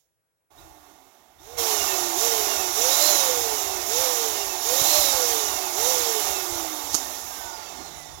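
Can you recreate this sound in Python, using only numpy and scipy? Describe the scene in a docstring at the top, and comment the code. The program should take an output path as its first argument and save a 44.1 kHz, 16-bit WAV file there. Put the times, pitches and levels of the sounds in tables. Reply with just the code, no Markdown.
"""Close beside a small electric balloon pump, pulsed on and off: its fan motor revs, coasts, winds down.
The unbalanced shaft hums, the blades whistle, and turbulent air roars and hisses through the plastic case.
Near the end the rubber neck snaps off the nozzle. The pump's level in the right channel jumps up at
about 1.6 s; the left microphone port is muffled and mostly takes low buffeting."""
import sys
import numpy as np
from scipy import signal
from scipy.fft import rfft, irfft, next_fast_len
from scipy.io import wavfile
from scipy.ndimage import uniform_filter1d, map_coordinates

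SR = 44100
rng = np.random.default_rng(int(sys.argv[2]) if len(sys.argv) > 2 else 0)


def persist_wave(psi):
    """Save psi, clipped to +-1, as 16-bit WAV."""
    counts = np.round(np.clip(psi, -1, 1) * 32767).astype(np.int16)
    wavfile.write(sys.argv[1], SR, np.atleast_2d(counts).T)


N = 361605

# button held: pressed t/s, released t/s
BUTTON = [(0.5, 0.5957), (1.3844, 1.5318), (2.1575, 2.2546), (2.7294, 3.0953), (3.8607, 4.0219),
          (4.6045, 4.9753), (5.749, 5.9018)]
# imbalance tone as the case passes it: shaft f/Hz, level/dB
SHAFT_TONE = [(20, -100), (150, -51.5), (200, -62.5), (260, -51.5), (335, -36.5), (370, -37), (400, -40),
              (440, -30), (470, -30.5), (510, -26), (535, -32.5), (570, -33.5), (600, -28.5)]
# blade tone against the hiss: f/Hz, level/dB
BLADE_TONE = [(1000, -39), (1450, -9.5), (1560, -12), (1650, -24), (2500, -29), (2620, -14.5),
              (2950, -19.5), (3100, -23), (3680, -29), (3780, -10), (4000, -13), (4200, -11)]
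# whine against the hiss: shaft multiple, level/dB, resonance f/Hz, width/Hz
# commutator bars give the twelves, blades 14 and 21, bearings the rest
WHINE_PARTIALS = [(4.38, -5, 900, 50), (12, -19, 2150, 200), (12.6, -12, 1990, 130), (14, -16, 2700, 120),
                  (21, -16, 12300, 600), (24, -14, 4500, 1500), (36, -16, 5600, 600),
                  (43.4, -24, 9800, 900), (48, -20, 7700, 1100), (55.2, -22, 10200, 700),
                  (66.8, -19, 10600, 500), (72, -17, 10400, 700)]
# colours of the roar and the hiss: f/Hz, level/dB
ROAR_COLOUR = [(150, -35), (230, -21), (350, -5), (520, -11.5), (650, -5.5), (760, -2), (900, -6.5),
               (1200, -10.5), (1700, -16), (2200, -18), (2800, -19.5), (3600, -14), (4800, -24)]
HISS_COLOUR = [(1200, -25), (2000, -13), (3300, -8.5), (3750, -5), (4400, -7), (5600, -0.5), (6600, 1),
               (7300, -3), (8100, -14), (10500, -7.5), (11200, -5), (13000, -4.5), (15300, -9), (16000, -9)]
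# rings of the hollow case and the plastic shell: f/Hz, width/Hz, level/dB
CASE_MODES = [(609, 35, -6.5), (706, 24, -2.5), (754.4, 28, -2.5), (878, 39, 2), (1155, 150, -4.5),
              (1427, 14.5, 6.5), (1824, 21, 8), (2150, 130, 3.5), (2680, 17, 7.5)]
SHELL_MODES = [(3680, 120, -3.5), (5700, 104, -0.5), (6680, 76, -10), (7290, 140, -0.5), (8800, 200, -2),
               (10900, 180, -16), (11870, 270, -16)]
# top air leaking at the neck until the balloon is pinched: t/s, level/dB
NECK_LEAK = [(0.5, 2.5), (1.5, 0.5), (6.0, 0.5), (6.8, 1.5), (7.0, 1), (7.43, 1.5), (7.5, -4), (8.2, -7)]
# the pump's gain on the right steps up, then drifts: t/s, low level/dB, high level/dB
RIGHT_PUMP_GAIN = [(0.5, -18, -26.5), (1.3, -20, -26.5), (1.566, -14, -23), (1.586, 0, -0.5), (1.7, 3, 2),
                   (2.4, 2, 1.5), (3.0, 0.5, -0.5), (3.8, -1.5, -2.5), (4.05, 0, -1), (4.55, -1.5, -2),
                   (5.1, 0.5, 0), (6.0, -.5, -1), (6.85, 0.5, -1), (7.03, 1, 2), (7.25, -2.5, .5),
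                   (7.6, 0, 0), (8.2, -1.5, 2)]
# motor chirps: t/s, level/dB, start f/Hz, end f/Hz, length/s
CHIRPS = [(0.568, -47.5, 3550, 4000, .04), (1.38, -51, 3570, 3800, .035)]
# slips of the neck: t/s, crack level/dB, ring level/dB
NECK_SLIPS = [(6.936, -24, -30), (6.9445, -10, -18), (6.9462, -9, -20), (6.9487, -9, -17),
              (6.9507, -8, -15), (6.9555, -20, -24)]
# rings of the rubber: f/Hz, level/dB, t60/s
NECK_MODES = [(342, -3, 0.12), (850, -4.5, 0.033), (1245, -8.5, 0.036), (9550, -13, 0.046)]
# air noise in the covered port: f/Hz, level/dB
COVERED_COLOUR = [(250, -1), (400, -5), (600, -5), (800, -3), (1100, -8), (1500, -18), (2000, -18),
                  (2800, -15), (4000, -21), (5500, -22.5), (7500, -28), (10000, -28), (12500, -17),
                  (14000, -16)]
# wind on the ports: t/s, left level/dB, right level/dB added to RIGHT_WIND_LAW
WIND_RIDE = [(0.49, -90, -20), (0.52, -59, -20), (0.6, -47, -16), (0.9, -69, 4), (1.34, -73, -8),
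             (1.38, -50, 1), (1.45, -47, -24), (1.6, -47.5, 0), (4.6, -50, 0.5), (6.4, -50.5, -2),
             (6.55, -39, 7), (6.65, -49.5, 0), (7.5, -48.5, -6), (7.8, -50.5, 20), (8.2, -50.5, 15)]
# wind colours, left then right: f/Hz, level/dB
WIND_COLOURS = [
    [(15, -30), (22, -17), (35, -6), (55, -3), (80, -3), (110, -12.5), (150, -16), (200, -30), (300, -34)],
    [(15, -25), (35, -8), (55, -4), (80, -2), (110, -13), (150, -5.5), (200, -6.5), (300, -1)],
]
# gusts thumping a port: t/s, level/dB, f/Hz, port (0 left, 1 right)
GUSTS = [(2.92, -33, 50, 1), (3.998, -28, 60, 1), (4.70, -34, 70, 1), (4.815, -21, 129, 1),
         (4.955, -33, 50, 1), (4.99, -23, 60, 1), (5.145, -24, 55.4, 1), (5.93, -40, 50, 1),
         (6.521, -25, 70, 0), (6.956, -36, 70, 1)]
# noise floor colours, left then right: f/Hz, level/dB
FLOOR_COLOURS = [
    [(20, -19.0), (60, -11.1), (120, -6.4), (250, 1), (500, 4), (1000, -2), (2000, -6), (4000, -15),
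     (8000, -11), (14000, -7)],
    [(20, -14.5), (60, -2), (120, 4), (250, -17), (500, -8), (1000, -16.5), (2000, -17), (4000, -23.0),
     (8000, -21.7), (14000, -18)],
]

REF_HZ = 500  # reference shaft speed
# level laws: level/dB at REF_HZ, exponent of speed, extra level/dB under power
ROAR_LAW, HISS_LAW = (-26, 1.273, -0.44), (-19, 2.17, 0.87)
BODY_LAW, TREBLE_LAW = (-60.5, 1.6, .7), (-64.5, 1.9, .4)  # covered port
RIGHT_WIND_LAW = (-60.5, 0.8, 11.4)  # the draught arrives mostly under power


def pump(speed, power):
    """The fan's tones and turbulent air, all following the motor: returns (hum, roar, full mix)."""
    low_db, high_db = curves(RIGHT_PUMP_GAIN)
    roar_db = law(ROAR_LAW, speed, power) + low_db
    hiss_db = law(HISS_LAW, speed, power) + high_db
    angle = 2 * np.pi * np.cumsum(speed * (1 + 0.00206 * wobble(40))) / SR
    hum = np.sqrt(2) * amp(along(SHAFT_TONE, speed) + low_db + 2.46 * wobble(30)) * np.sin(angle)
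    tones = blade_whistle(speed, power, angle) + motor_whine(speed, angle)
    eddies = wobble(7)  # roar and hiss surge together
    roar = amp(roar_db + 0.6 * eddies + 0.27 * wobble(25))
    roar *= rush(ringing(ROAR_COLOUR, CASE_MODES), patchy_db=1)
    hiss = jet_hiss()
    flutter = 1 + 0.083 * np.sin(angle)  # the wobbling fan pulses the jet once a turn
    jet = amp(0.46 * eddies) * flutter * hiss
    tail = amp(-66 - 60 * np.arange(N) / SR / 0.39) * hiss  # a faint hiss dies away at the start
    return hum, roar, hum + roar + amp(hiss_db) * (tones + jet) + tail


def motor(steps_per_s=1000, release_s=.04):
    """The motor pulls against friction and fan drag: returns (shaft speed in Hz, power 0-1)."""
    t = np.arange(N * steps_per_s // SR + 2) / steps_per_s
    power = sum(np.clip((t - on) * steps_per_s, 0, 1) - np.clip((t - off) / release_s + .5, 0, 1)
                for on, off in BUTTON)
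    friction, ref_drag, ref_pull, max_pull = 71.9, 302.7, 1140, 3806  # Hz per s
    speed = [0]
    for throttle in power[1:]:
        ratio = (speed[-1] + .5) / REF_HZ
        pull = throttle * min(max_pull, ref_pull / ratio ** 2.107)
        drag = ref_drag * ratio ** 2.465
        speed.append(max(speed[-1] + (pull - friction - drag) / steps_per_s, 0))
    return [np.interp(np.arange(N) / SR, t, c) for c in (speed, uniform_filter1d(power, size=30))]


def blade_whistle(speed, power, angle, blades=7):
    """Passing blades chop the air into a tone; low down it wavers more and drowns under power."""
    hz = blades * speed
    high = hz > 3400
    level_db = along(BLADE_TONE, hz) + np.where(high, 2, 3.5) * wobble(45)
    phase = blades * angle + np.where(high, .3, .9) * wobble(70)
    return np.sqrt(2) * np.where(high, 1, 1 - power) * amp(level_db) * np.sin(phase)


def motor_whine(speed, angle):
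    """Faint partials, each swelling as it sweeps through a resonance."""
    out = np.zeros(N)
    for multiple, db, centre, width in WHINE_PARTIALS:
        resonance = np.exp(-((multiple * speed - centre) / width) ** 4)
        out += amp(db + 3.5 * wobble(40)) * resonance * np.sin(multiple * angle + .9 * wobble(60))
    return np.sqrt(2) * out


def jet_hiss():
    """Rushing air rings the shell; the leak at the neck rides the top end."""
    hiss = rush(ringing(HISS_COLOUR, SHELL_MODES), patchy_db=1.2)
    top = filtered(hiss, lambda hz: 1 / (1 + (8500 / (hz + 1)) ** 12))
    return hiss + top * (amp(curves(NECK_LEAK)[0]) - 1)


def neck_snap(crack_t60=.004, puff_rise_s=0.16, puff_t60=0.25):
    """Each slip cracks the escaping jet and rings the rubber; a longer puff of air surrounds them."""
    rings, cracks = np.zeros((2, N))
    t = np.arange(SR // 10) / SR
    for s, crack_db, ring_db in NECK_SLIPS:
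        start = round(s * SR)
        for hz, db, t60 in NECK_MODES:
            decay = amp(db + ring_db + rng.normal(0, 3.2) - 60 * t / t60)
            rings[start:][:len(t)] += decay * np.sin(2 * np.pi * hz * t)
        cracks[start:][:len(t)] += amp(crack_db - 60 * t / crack_t60)
    age = np.arange(N) / SR - NECK_SLIPS[-2][0]
    puff = amp(-20 - 60 * np.abs(age) / np.where(age < 0, puff_rise_s, puff_t60))

    def colour(hz):
        return amp(along(HISS_COLOUR, hz)) / (1 + (hz / 11500) ** 4) / (1 + (3500 / (hz + 1)) ** 4)
    return rings + (puff + cracks) * rush(colour, patchy_db=1)


def squeaks():
    """Rough little rising whistles as the motor pulls up from slow."""
    out = np.zeros(N)
    for s, db, start_hz, end_hz, length in CHIRPS:
        size = round(length * SR)
        hz = np.linspace(start_hz, end_hz, size) * (1 + .02 * wobble(300)[:size])
        out[round(s * SR):][:size] += amp(db) * np.hanning(size) * np.sin(2 * np.pi * np.cumsum(hz) / SR)
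    return out


def covered_port(hum, roar, drive):
    """The pump on the left: a dull, weak, slightly late hum and roar among unrelated air noise."""
    body = filtered(hum + 0.58 * roar, lambda hz: 1 / (1 + (hz / 1400) ** 4))
    envelope = np.sqrt(np.abs(uniform_filter1d(body ** 2, size=SR // 10))) + 1e-9
    bleed = np.pad(body / envelope, (4, 0))[:N]
    low = .7 * bleed + .7 * rush(band(COVERED_COLOUR, 150, 1800), patchy_db=1.5)
    treble = rush(band(COVERED_COLOUR, 1800, 18600), patchy_db=-1.5)
    return amp(law(BODY_LAW, *drive)) * low + amp(law(TREBLE_LAW, *drive)) * treble


def buffeting(drive):
    """Lumpy low wind on each port, with single gusts thumping through."""
    left_db, right_db = curves(WIND_RIDE)
    right_db += law(RIGHT_WIND_LAW, *drive)
    rumble = [unit(amp(3.4 * wobble(15)) * rush(band(colour, 12, 400), patchy_db=2))
              for colour in WIND_COLOURS]
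    out = amp([left_db, right_db]) * rumble
    t = np.arange(SR // 10) / SR
    for s, db, hz, port in GUSTS:
        thump = amp(db) * np.exp(-1.6 * hz * t) * np.sin(2 * np.pi * hz * t)
        out[round(port), round(s * SR):][:len(t)] += thump
    return out


def noise_floor():
    """A steady, quiet bed under each port."""
    beds = [rush(band(colour, 12, 12000), patchy_db=-2) for colour in FLOOR_COLOURS]
    return amp([[-78], [-79]]) * beds


def law(terms, speed, power, start_hz=200):
    """Level in dB from the motor; under power the first turns are already as loud as start_hz."""
    db, exponent, pull_db = terms
    heard_speed = np.maximum(speed, start_hz * power * np.clip(speed / 20, 0, 1))
    return db + exponent * 20 * np.log10((heard_speed + 1) / REF_HZ) + pull_db * power


def rush(colour, patchy_db):
    """Noise of rms 1 with gain colour(Hz) and patches of random level."""
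    spectrum = signal.stft(rng.standard_normal(N), nperseg=512)[2]
    patches = uniform_filter1d(rng.standard_normal(spectrum.shape), size=5, axis=0)
    patches = unit(uniform_filter1d(patches, size=10, axis=1))
    noise = signal.istft(spectrum * amp(patchy_db * patches), nperseg=512)[1][:N]
    return unit(filtered(noise, colour))


def ringing(points, modes):
    """A smooth colour with resonant bumps on top."""
    return lambda hz: amp(along(points, hz)) * (
        1 + sum(amp(db) / (1 + (2 * (hz - centre) / width) ** 2) for centre, width, db in modes))


def band(points, lo_hz, hi_hz):
    """A colour cut off at two edges."""
    return lambda hz: amp(along(points, hz)) * (hz > lo_hz) * (hz < hi_hz)


def filtered(x, response):
    """EQ x with a complex response(Hz)."""
    size = next_fast_len(N + SR // 2)
    return irfft(rfft(x, size) * response(np.fft.rfftfreq(size, 1 / SR)), size)[..., :N]


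def wobble(rate):
    """A smooth random curve, rate knots a second."""
    return map_coordinates(rng.standard_normal(int(N * rate / SR) + 4), [np.arange(N) * rate / SR])


def curves(rows):
    """One automation curve for each column after the time."""
    times, *columns = np.transpose(rows)
    return [np.interp(np.arange(N) / SR, times, column) for column in columns]


def along(points, hz):
    """Read (Hz, value) points on a log axis."""
    freqs, values = np.transpose(points)
    return np.interp(np.log(hz + 1), np.log(freqs + 1), values)


def amp(db):
    """dB to gain."""
    return 10 ** (np.asarray(db) / 20)


def unit(x):
    """Scale to rms 1."""
    return x / np.sqrt(np.mean(x ** 2) + 1e-20)


def scene():
    """The pump muffled on the left and clear on the right, wind and floor on both."""
    drive = motor()
    hum, roar, near = pump(*drive)
    left = covered_port(hum, roar, drive)
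    right = near + neck_snap() + squeaks()
    return np.array([left, right]) + buffeting(drive) + noise_floor()


def record(dry, ceiling=.75, low_cut_hz=28, top_hz=15960):
    """Round the peaks softly, roll off the lowest rumble and cut the very top."""
    rounded = dry / (1 + np.abs(dry / ceiling) ** 4) ** .25
    return filtered(rounded, lambda hz: (hz < top_hz) * (1j * hz / (low_cut_hz + 1j * hz)) ** 2)


dry = scene()
out = record(dry)
persist_wave(out)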